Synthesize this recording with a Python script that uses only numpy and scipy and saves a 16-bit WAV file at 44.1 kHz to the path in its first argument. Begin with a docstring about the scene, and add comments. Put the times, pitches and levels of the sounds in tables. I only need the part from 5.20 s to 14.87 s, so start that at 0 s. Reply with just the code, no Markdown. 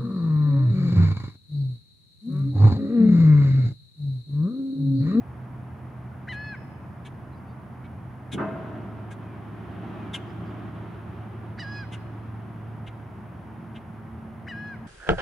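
"""A large bird whistles three calls: harmonics of a gliding pitch, a quick yelp dropping to a held note.
A smaller bird adds dry chacks, pulses in rasping noise; faint sine peeps glide. The birds echo faintly.
Far off a heavy machine hums on its firing rate and sags under load. A steel part bangs: noise through
ringing resonances. Loose material rumbles down in surges of coloured noise, over low din, air and hiss."""
import sys
import numpy as np
from scipy import signal
from scipy.fft import rfft, irfft, next_fast_len
from scipy.io import wavfile
from scipy.ndimage import map_coordinates

SR = 44100
rng = np.random.default_rng(int(sys.argv[2]) if len(sys.argv) > 2 else 0)


def to_wav(sig):
    """Store sig (one row per channel, or 1-D mono) as 16-bit WAV at the path in sys.argv[1].

    Samples outside -1..1 are clipped; the rate is SR.
    """
    pcm = np.clip(np.atleast_2d(sig), -1, 1) * 32767
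    pcm = np.round(pcm).astype(np.int16)
    wavfile.write(sys.argv[1], SR, pcm.T)  # frames by channels


N = 426447
TIME = np.arange(N) / SR


def from_db(db):
    """Decibels to gain."""
    return 10 ** (np.asarray(db) / 20)


def rms_one(x):
    """Scale to unit power."""
    return x / np.sqrt(np.mean(x ** 2) + 1e-20)


def in_time(rows):
    """Interpolate a (time, level) curve at every sample."""
    s, level = np.transpose(rows)
    return np.interp(TIME, s, level)


def at_hz(points, hz):
    """Read a spectrum on a log-frequency axis."""
    f, value = np.transpose(points)
    return np.interp(np.log(hz), np.log(f), value)


def step(x):
    """Smooth step from 0 to 1 around x = 0."""
    return (1 + np.tanh(x / 2)) / 2


def bell(off_hz, width_hz):
    """Bell-shaped peak, 1 at its centre."""
    return np.exp(-(off_hz / width_hz) ** 2)


def drift(rate_hz, t=TIME):
    """Random curve through rate_hz knots a second, joined by straight lines; rms 1."""
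    knots = rng.standard_normal(N // 20)
    return rms_one(map_coordinates(knots, [t * min(rate_hz, SR / 21)], order=1))


def resonate(x, hz, width_hz):
    """One two-pole resonance with gain 1 on top."""
    r = np.exp(-np.pi * width_hz / SR)
    b = np.array([1, 0, -1]) * (1 - r * r) / 2
    a = [1, -2 * r * np.cos(2 * np.pi * hz / SR), r * r]
    return signal.lfilter(b, a, x + 1e-18)


def low_pass(x, hz, order):
    """Butterworth low-pass."""
    sos = signal.butter(order, min(hz, SR / 2 - 1), fs=SR, output="sos")
    return signal.sosfilt(sos, x + 1e-18)


def panned(x, left_db):
    """Place a source by its left-right level difference."""
    return x * from_db(np.array([[left_db], [-left_db]]) / 2)


# left-right correlation of diffuse sound: (frequency [Hz], likeness [-1..1])
LIKENESS = [(25, 0.18), (80, 0.98), (200, 0.9), (400, 0.86), (700, 0.72), (1500, 0.55), (3000, 0.63),
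            (6000, 0.46), (10000, 0.46), (14000, .15)]


def stereo_noise(spectrum):
    """Coloured noise from all around, its two sides as alike as LIKENESS says; rms 1."""
    size = next_fast_len(N)
    hz = np.maximum(np.arange(size // 2 + 1) * SR / size, 1)
    mid, side = rfft(rng.standard_normal((2, size)))
    alike = np.clip(at_hz(LIKENESS, hz), -1, 1)
    pair = np.sqrt(1 + alike) * mid + np.sqrt(1 - alike) * side * [[1], [-1]]
    return rms_one(irfft(pair * from_db(at_hz(spectrum, hz)), size)[:, :N])


def surroundings(x, t60_s, low_hz, dull_hz):
    """Scattered echoes, different on each side; leaves and twigs throw back the short waves best."""
    t = TIME[:SR]
    band = signal.butter(2, [low_hz, dull_hz], "band", fs=SR, output="sos")
    scatter = signal.sosfilt(band, rng.standard_normal((2, SR)))
    echoes = scatter * from_db(-60 * t / t60_s) * (1 - np.exp(-t / 0.0046))
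    response = rms_one(echoes) / np.sqrt(SR)
    return signal.fftconvolve(np.atleast_2d(x), response, axes=1)[:, :N]


# broadband background, moving air below, recorder hiss on top: (frequency [Hz], density [dB per Hz])
BROADBAND = [(200, -6), (480, -1), (700, 4.5), (1000, 2.5), (1500, -3), (2100, -10), (3000, -19.5),
             (4000, -29.5), (5500, -31.5), (8200, -37.5), (9800, -28.5), (12000, -33.5), (16000, -35)]
BROADBAND_DB = -50


def air_and_hiss():
    """Steady broadband background: moving air below, recorder hiss on top."""
    return from_db(BROADBAND_DB) * stereo_noise(BROADBAND)


# distant machine din: (frequency [Hz], density [dB per Hz])
DIN = [(20, -33), (40, -31), (62, -10.5), (85, 0), (100, -3.5), (125, -1), (160, -4.5), (215, -5),
       (260, -12.5), (330, -12.5), (480, -25.5), (700, -64), (1200, -100)]
DIN_DB = -42


def machine_din():
    """Steady low noise of the distant machine."""
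    return from_db(DIN_DB) * stereo_noise(DIN)


# rumble of the sliding load: (frequency [Hz], density [dB per Hz])
RUMBLE = [(100, -38), (170, 5.5), (250, -4), (345, 0), (420, -7.5), (500, -20.5), (650, -9), (800, -13),
          (1300, -14.5), (2000, -23.5), (3200, -29.5), (4500, -44.5), (8000, -57)]
# surges of the slide: (peak time [s], level [dB], rise [s], die-away [s])
SURGES = [(3.3, -41.5, 0.13, 0.73), (4.95, -40, 0.7, 2.2), (7.1, -65, 0.33, 0.2)]


def sliding_load(lumpy_db=1.0):
    """Uneven rumble of loose material, sliding in surges that swell and die away."""
    flow = 0
    for s, level_db, rise_s, fall_s in SURGES:
        after = TIME - s
        decay = np.where(after < 0, (after / rise_s) ** 2, after / fall_s)
        flow = flow + from_db(level_db) * np.exp(-decay)
    return flow * from_db(lumpy_db * drift(25)) * stereo_noise(RUMBLE)


# hum on the firing rate: (time [s], level [dB])
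HUM = [(0, -44), (1.1, -42), (1.6, -47.5), (3.2, -45.5), (3.7, -40.5), (4.3, -43), (7.55, -39),
       (8.1, -47.5), (9.67, -49)]
# its octave: (time [s], level [dB])
OCTAVE = [(0, -58), (5.4, -66), (6.2, -55), (8.15, -59), (8.33, -46), (9.67, -46)]
# the engine runs free, sags when the load comes on, and its governor wins a little back
FREE_HZ, LOADED_HZ, LOAD_AT_S, LOAD_TAKES_S = 126, 111.6, 3.47, 0.076
DROOP_HZ, GOVERNOR_S = 3.2, 1.5


def engine(wobble_share=0.0038, fading_db=1.0, third_below_db=-19):
    """Exhaust lines on the firing rate, which sags under load; each fades on its way through the air."""
    load = step((TIME - LOAD_AT_S) / LOAD_TAKES_S)
    droop_hz = DROOP_HZ * np.exp(-np.maximum(TIME - LOAD_AT_S, 0) / GOVERNOR_S)
    hz = (1 - load) * FREE_HZ + load * (LOADED_HZ - droop_hz)
    phase = 2 * np.pi * np.cumsum(hz * (1 + wobble_share * drift(15))) / SR
    octave_db = in_time(OCTAVE)
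    out = 0
    for k, db in enumerate([in_time(HUM), octave_db, octave_db + third_below_db], 1):
        out = out + np.sqrt(2) * from_db(db + fading_db * drift(7)) * np.sin(k * phase)
    return out


# the steel's resonances: (frequency [Hz], width [Hz], level [dB])
STEEL = [(148.4, 18, -7), (200.5, 7.7, 3.5), (274, 26, 4), (357, 34, 2.5), (434, 30, -.5), (560, 49, -6),
         (653, 34, -3), (745, 46, -5), (924, 77, -6), (1048, 48, -3), (1277, 65, -6.5), (1405, 65, -6.5),
         (1590, 62, -9.5), (1810, 82, -14), (2090, 130, -17), (2600, 52, -16), (2920, 220, -26.5)]
# blows on the steel: (time [s], level [dB], contact cut-off [Hz], die-away t60 [s])
BLOWS = [(3.125, -21.5, 190, 0.31), (3.176, -19, 3500, 0.26), (4.928, -32, 175, 0.072)]


def bang(attack_s=0.03, tail_db=-14, tail_stretch=11, tail_hz=1500):
    """Dull bump, hard blow, later a faint bump; distance smears each into a rush of echoes in the steel."""
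    rush = stereo_noise([(100, 0.0043), (10000, 0.0042)])  # almost white
    ringing = 0
    for k, (hz, width_hz, db) in enumerate(STEEL):
        ringing = ringing + (-1) ** k * from_db(db) * resonate(rush, hz, width_hz)
    out = 0
    for s, level_db, contact_hz, t60_s in BLOWS:
        age = np.maximum(TIME - s, 0)
        struck = rms_one(low_pass(ringing, contact_hz, order=2))
        near = struck * from_db(-60 * age / t60_s)
        rolling_db = tail_db - 60 * age / (tail_stretch * t60_s)
        rolling_echo = low_pass(struck, tail_hz, order=1) * from_db(rolling_db)
        out = out + from_db(level_db) * (1 - np.exp(-age / attack_s)) * (near + rolling_echo)
    return out


# crack of the hard blow: (frequency [Hz], density [dB per Hz])
CRACK = [(200, -30), (700, -14), (950, 2), (1150, -2), (1350, 4), (1650, -1), (1900, -21), (3000, -31),
         (4500, -60)]
CRACK_DB, CRACK_T60_S = -27.5, .15


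def crack(attack_s=0.0048):
    """The hard blow's first bright burst, quickly gone."""
    age = np.maximum(TIME - BLOWS[1][0], 0)
    envelope = from_db(CRACK_DB - 60 * age / CRACK_T60_S) * (1 - np.exp(-age / attack_s)) ** 2
    return stereo_noise(CRACK) * envelope


# long ringing modes of the steel: (start [s], frequency [Hz], level [dB], t60 [s])
RINGING = [(3.215, 651, -37, 1.5), (3.215, 608, -49, 2.7), (3.176, 1200, -41.5, .45),
           (3.176, 1561, -32.5, .25)]


def steel_ring(swell_s=0.0098, wavering_db=1.5, smear_share=0.00287):
    """A few modes build up after the hard blow, the low ones last, wavering as their echoes cross."""
    out = 0
    for s, hz, level_db, t60_s in RINGING:
        age = np.maximum(TIME - s, 0)
        cycles = np.cumsum(hz * (1 + smear_share * drift(60))) / SR
        tone = np.sqrt(2) * np.sin(2 * np.pi * cycles)
        decay = from_db(level_db - 60 * age / t60_s + wavering_db * drift(30.12))
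        out = out + tone * decay * (1 - np.exp(-age / swell_s))
    return out


# faint peeps; the last row is a thin rising tone within the third call:
#   (mid time [s], level [dB], length [s], pitch [Hz], fall [octaves], hoarseness [share of pitch])
PEEPS = [(2.138, -76, .045, 4030, .07, .02), (2.17, -81, .075, 4750, .04, .035),
         (2.302, -77.5, .066, 4590, -.02, .018), (2.305, -79, .07, 3680, 0, .025),
         (5.102, -75, .066, 5000, .05, .07), (5.28, -77, .072, 4800, .029, .07),
         (9.387, -76, .14, 5280, -.09, .004)]
# far falling whistles, same columns
GLIDES = [(4.105, -68, .25, 2390, .36, .004), (4.845, -65, .25, 2410, .36, .004)]


def peeps():
    """Faint peeps, falling whistles and a thin rising tone in the third call: sines of jittered pitch."""
    out, unsteady = np.zeros(N), drift(1500)
    for s, level_db, length, hz, fall, hoarse in PEEPS + GLIDES:
        on = abs(TIME - s) < length / 2
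        along = (TIME[on] - s) / length
        pitch_hz = hz * 2 ** (-fall * along) * (1 + hoarse * unsteady[on])
        tone = np.sin(2 * np.pi * np.cumsum(pitch_hz) / SR)
        out[on] += from_db(level_db) * 2 * np.cos(np.pi * along) * tone
    return out


# chacks: (start [s], level [dB], length [s], pulse rate [Hz], bill resonance [Hz], its height [dB],
#   treble [dB])
CHACKS = [(1.112, -50.5, 0.038, 290, 3400, 5, -4), (1.844, -46.5, 0.033, 285, 3400, 5, -4),
          (2.634, -53, 0.031, 283, 2400, 13, -22), (3.113, -36, 0.035, 273, 3550, 12, 0),
          (3.901, -44.5, 0.032, 270, 1640, 15, -3), (4.929, -30, 0.033, 267.8, 3300, 14, -5.5),
          (6.714, -41, 0.037, 256.3, 2970, 6, -5), (7.66, -43, .027, 263, 2850, 7, -11),
          (8.543, -47, .034, 264, 2850, 9, -14)]
# rasp around the core: (frequency [Hz], density [dB per Hz])
RASP = [(700, -14), (1500, -3), (2400, -3), (3100, -1.5), (3600, -4), (4100, -12.5), (5300, -10),
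        (6300, -3), (8300, -7.5), (10200, -5), (11500, -22), (14000, -22), (16000, -48)]
# voiced core, harmonics from the fourth upwards: level [dB]
CORE = [-13, -10, 2.5, -11, 4.5, -2, -2.5, 0.5, 0, -3, -3.5, -10, -26]
# core against rasp, pulse unevenness as a share of the rate, flutter of each harmonic
CORE_DB, CORE_JITTER_SHARE, CORE_FLUTTER_DB, CORE_FLUTTER_HZ = 5.5, .018, 3.2, 250


def chacks(bill_width_hz=420, bill_fall_octaves=0.33, attack_s=0.0088, spread=0.97, cut_steepness=6):
    """Short rough buzzes of uneven pulses in rasping air; the bill's resonance falls as it closes."""
    left, right = stereo_noise(RASP)
    rasp = (left + right) / 2 + spread * (left - right) / 2 * np.array([[1], [-1]])
    treble = signal.sosfiltfilt(signal.butter(4, 4600, "high", fs=SR, output="sos"), rasp)
    k = 4 + np.arange(len(CORE))[:, None]
    out = np.zeros((2, N))
    for s, level_db, length, pulse_hz, bill_hz, bill_db, treble_db in CHACKS:
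        on = (TIME > s) & (TIME < s + 3 * length)
        age = TIME[on] - s
        air = rasp[:, on] + (from_db(treble_db) - 1) * treble[:, on]
        closing_hz = bill_hz * 2 ** (-bill_fall_octaves * (age / length - .5))
        flutter_db = CORE_FLUTTER_DB * np.array([drift(CORE_FLUTTER_HZ, age) for _ in k])
        resonance_db = bill_db * bell(k * pulse_hz - closing_hz, bill_width_hz)
        gain = from_db(np.array(CORE)[:, None] + flutter_db + resonance_db)
        pulses = np.cumsum(pulse_hz * (1 + CORE_JITTER_SHARE * drift(900, age))) / SR
        cycles = k * pulses + rng.random(k.shape)
        core = np.sum(gain * np.sin(2 * np.pi * cycles), axis=0)
        sounding = age < length
        burst = air + from_db(CORE_DB) * core / core[sounding].std()
        envelope = (1 - np.exp(-age / attack_s)) ** 2 / (1 + (age / length) ** cut_steepness)
        out[:, on] += from_db(level_db) * burst / burst[:, sounding].std() * envelope
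    return out


SCOOP_S, SCOOP_SHARE = .020, .47
CREST_SHARE, ARCH_HZ_PER_S2 = .63, 2200
SAG_S, SAG_SHARE = .0175, .38


def call_pitch(age, length, yelp, yelp_hz, held_hz):
    """A scoop up to the yelp, a drop to the arched note, a sag at the end."""
    note_hz = held_hz - ARCH_HZ_PER_S2 * (age - CREST_SHARE * length) ** 2
    scoop = 1 - SCOOP_SHARE * np.maximum(1 - age / SCOOP_S, 0)
    sag = 1 - SAG_SHARE * np.exp((age - length) / SAG_S)
    return (yelp * yelp_hz + (1 - yelp) * note_hz) * scoop * sag


# strength: fades as the air runs out; below the grip pitch the whistle slackens, at the end it dies away
FADE_DB_PER_S, GRIP_HZ, GRIP_WIDTH_HZ = 8, 728, 7.2
SCOOP_SLACK_DB, SLACK_DB, DYING_DB_PER_S = -8.5, -9.5, 330
# colour: bright in the yelp and in a push late in the held note, dull between
PUSH_SHARE, PUSH_RISE_S, PUSH_FALL_S, RELAXED_DB = 0.7, 0.045, 0.041, -7
# the third harmonic leaps out once the scoop has reached the yelp
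THIRD_RISE_S, YELP_OPENS_S = 0.045, 0.016
HELD_TOP_DB = -6  # held note, above the sixth harmonic
JITTER_SHARE = .0008
# beak resonance of the sound sent all round, the same in every call
ALL_ROUND_HZ, ALL_ROUND_WIDTH_HZ = 5020, 630
# the caller's throat: (frequency [Hz], level [dB])
THROAT = [(800, -29), (1300, -24), (1540, -4.5), (1660, -5), (2020, -3.5), (2300, -17), (2550, -26.5),
          (3000, -24.5), (3400, -31.5), (3900, -26), (4250, -31), (4850, -46.5), (5100, -35.5), (5800, -35),
          (6700, -46), (7500, -43), (11000, -58)]
# calls: (start [s], length [s], yelp length [s], drop from the yelp [s], yelp pitch [Hz], held pitch [Hz],
#   level [dB], hollowness of yelp [dB], its third harmonic [dB], brightness of yelp [dB], of held note [dB],
#   held third harmonic [dB], its gain in the push [dB], beak resonance in yelp [Hz], in held note [Hz],
#   its height [dB], its width [Hz], height of the all-round resonance [dB], left-right level [dB])
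CALLS = [(1.072, 0.3, 0.055, 0.0039, 1009, 859, -33.5, -1, 12, -5, -2, 3, 7, 4170, 4450, 14.5, 680, 14.5, 2),
         (6.377, 0.29, 0.051, 0.0066, 992, 837.4, -36, -10, 16, 12.5, 6.5, -6, 17, 4750, 4980, 21, 480, 12, -1.5),
         (9.267, .306, .053, 0.0055, 986, 838, -35, -7, 13, 2, -3, -3.5, 0.5, 4970, 4700, 16.5, 400, 14, 3)]


def whistle(start, length, yelp_s, drop_s, yelp_hz, held_hz, level_db, hollow_db, yelp_third_db,
            yelp_bright_db, held_bright_db, held_third_db, third_push_db, yelp_beak_hz, held_beak_hz,
            beak_db, beak_width_hz, all_round_db, break_jitter=0.022, flutter_db=1.8, edge_s=0.0011,
            rasp_db=-33, sag_dull_db=-15, count=12):
    """Harmonics sweep the throat, the second on its main resonance; effort lifts the upper ones.
    Two rows: sound towards the listener, coloured by how the beak is held, and sound sent all round."""
    on = (TIME > start) & (TIME < start + length)
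    age = TIME[on] - start
    yelp = step((yelp_s - age) / drop_s)
    held = 1 - yelp
    opened = step((age - YELP_OPENS_S) / 0.0027)
    pitch_hz = call_pitch(age, length, yelp, yelp_hz, held_hz)
    late = age - PUSH_SHARE * length
    push = np.exp(-(late / np.where(late < 0, PUSH_RISE_S, PUSH_FALL_S)) ** 2)
    third_push = np.exp(-(late / np.where(late < 0, THIRD_RISE_S, PUSH_FALL_S)) ** 2)
    slack = step((GRIP_HZ - pitch_hz) / GRIP_WIDTH_HZ)

    # the voice rasps where it breaks between registers
    sliding = np.minimum(abs(np.gradient(pitch_hz)) * SR / 7000, 1)
    pitch_hz = pitch_hz * (1 + JITTER_SHARE * drift(300, age) + break_jitter * sliding * drift(1200, age))
    k = np.arange(1, count + 1)[:, None]
    hz = k * pitch_hz

    beak_hz = yelp * yelp_beak_hz + held * held_beak_hz
    towards_db = beak_db * bell(hz - beak_hz, beak_width_hz)
    around_db = all_round_db * bell(hz - ALL_ROUND_HZ, ALL_ROUND_WIDTH_HZ) * held

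    third_db = yelp * yelp_third_db + held * (held_third_db + third_push_db * third_push)
    third_db = opened * (1 - slack) * third_db
    dull = np.maximum(np.maximum(slack, 1 - opened), sliding * (late > 0))
    held_upper_db = held_bright_db + RELAXED_DB * (1 - push)
    upper_db = yelp * yelp_bright_db + held * held_upper_db + sag_dull_db * dull
    effort_db = hollow_db * yelp * (1 - sliding) * (k == 2) + third_db * (k == 3)
    effort_db = effort_db + upper_db * (k > 3) + HELD_TOP_DB * held * (k > 6)
    # high partials waver most
    unsteady_db = flutter_db * k / 5 * np.array([drift(67.6, age) for _ in k])

    gain = from_db(at_hz(THROAT, hz) + effort_db + unsteady_db)
    partials = gain * np.sin(2 * np.pi * k * np.cumsum(pitch_hz) / SR)
    voice = np.sum([partials * from_db(towards_db), partials * from_db(around_db)], axis=1)
    breath = resonate(rng.standard_normal(len(pitch_hz)), 2300, 3500)
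    rasp = from_db(rasp_db) * sliding * rms_one(low_pass(breath, 9800, order=2))

    edges = np.clip(np.minimum(age, length - age) / edge_s, 0, 1)
    dying_db = DYING_DB_PER_S * np.cumsum(slack * (late > 0)) / SR
    slack_db = slack * np.where(late < 0, SCOOP_SLACK_DB, SLACK_DB)
    strength_db = level_db - FADE_DB_PER_S * age - dying_db + slack_db
    out = np.zeros((2, N))
    out[:, on] = (np.sqrt(2) * voice + rasp) * edges * from_db(strength_db)
    return out


def scene():
    """Birds with their faint echoes over the working machine."""
    background = sliding_load() + machine_din() + air_and_hiss()
    steel = bang() + crack() + steel_ring()
    machine = panned(engine(), left_db=-1.5) + panned(steel, left_db=0.0)
    chacks_and_peeps = panned(chacks(), left_db=1.5) + peeps()
    facing, all_round = 0, 0
    for *call, left_db in CALLS:
        towards, around = whistle(*call)
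        facing = facing + panned(towards, left_db)
        all_round = all_round + around
    sent = all_round + from_db(-10.5) * chacks_and_peeps
    echoes = from_db(-13.5) * surroundings(sent, t60_s=1.4, low_hz=2000, dull_hz=8100)
    return facing + chacks_and_peeps + echoes + machine + panned(background, left_db=-0.53)


CUTOFF_HZ = 15650


def record(dry):
    """Steep elliptic low-pass cuts the top."""
    sos = signal.ellip(10, .1, 80, CUTOFF_HZ, fs=SR, output="sos")  # ripple, stop-band [dB]
    return signal.sosfilt(sos, dry)


dry = scene()
out = record(dry)
to_wav(out)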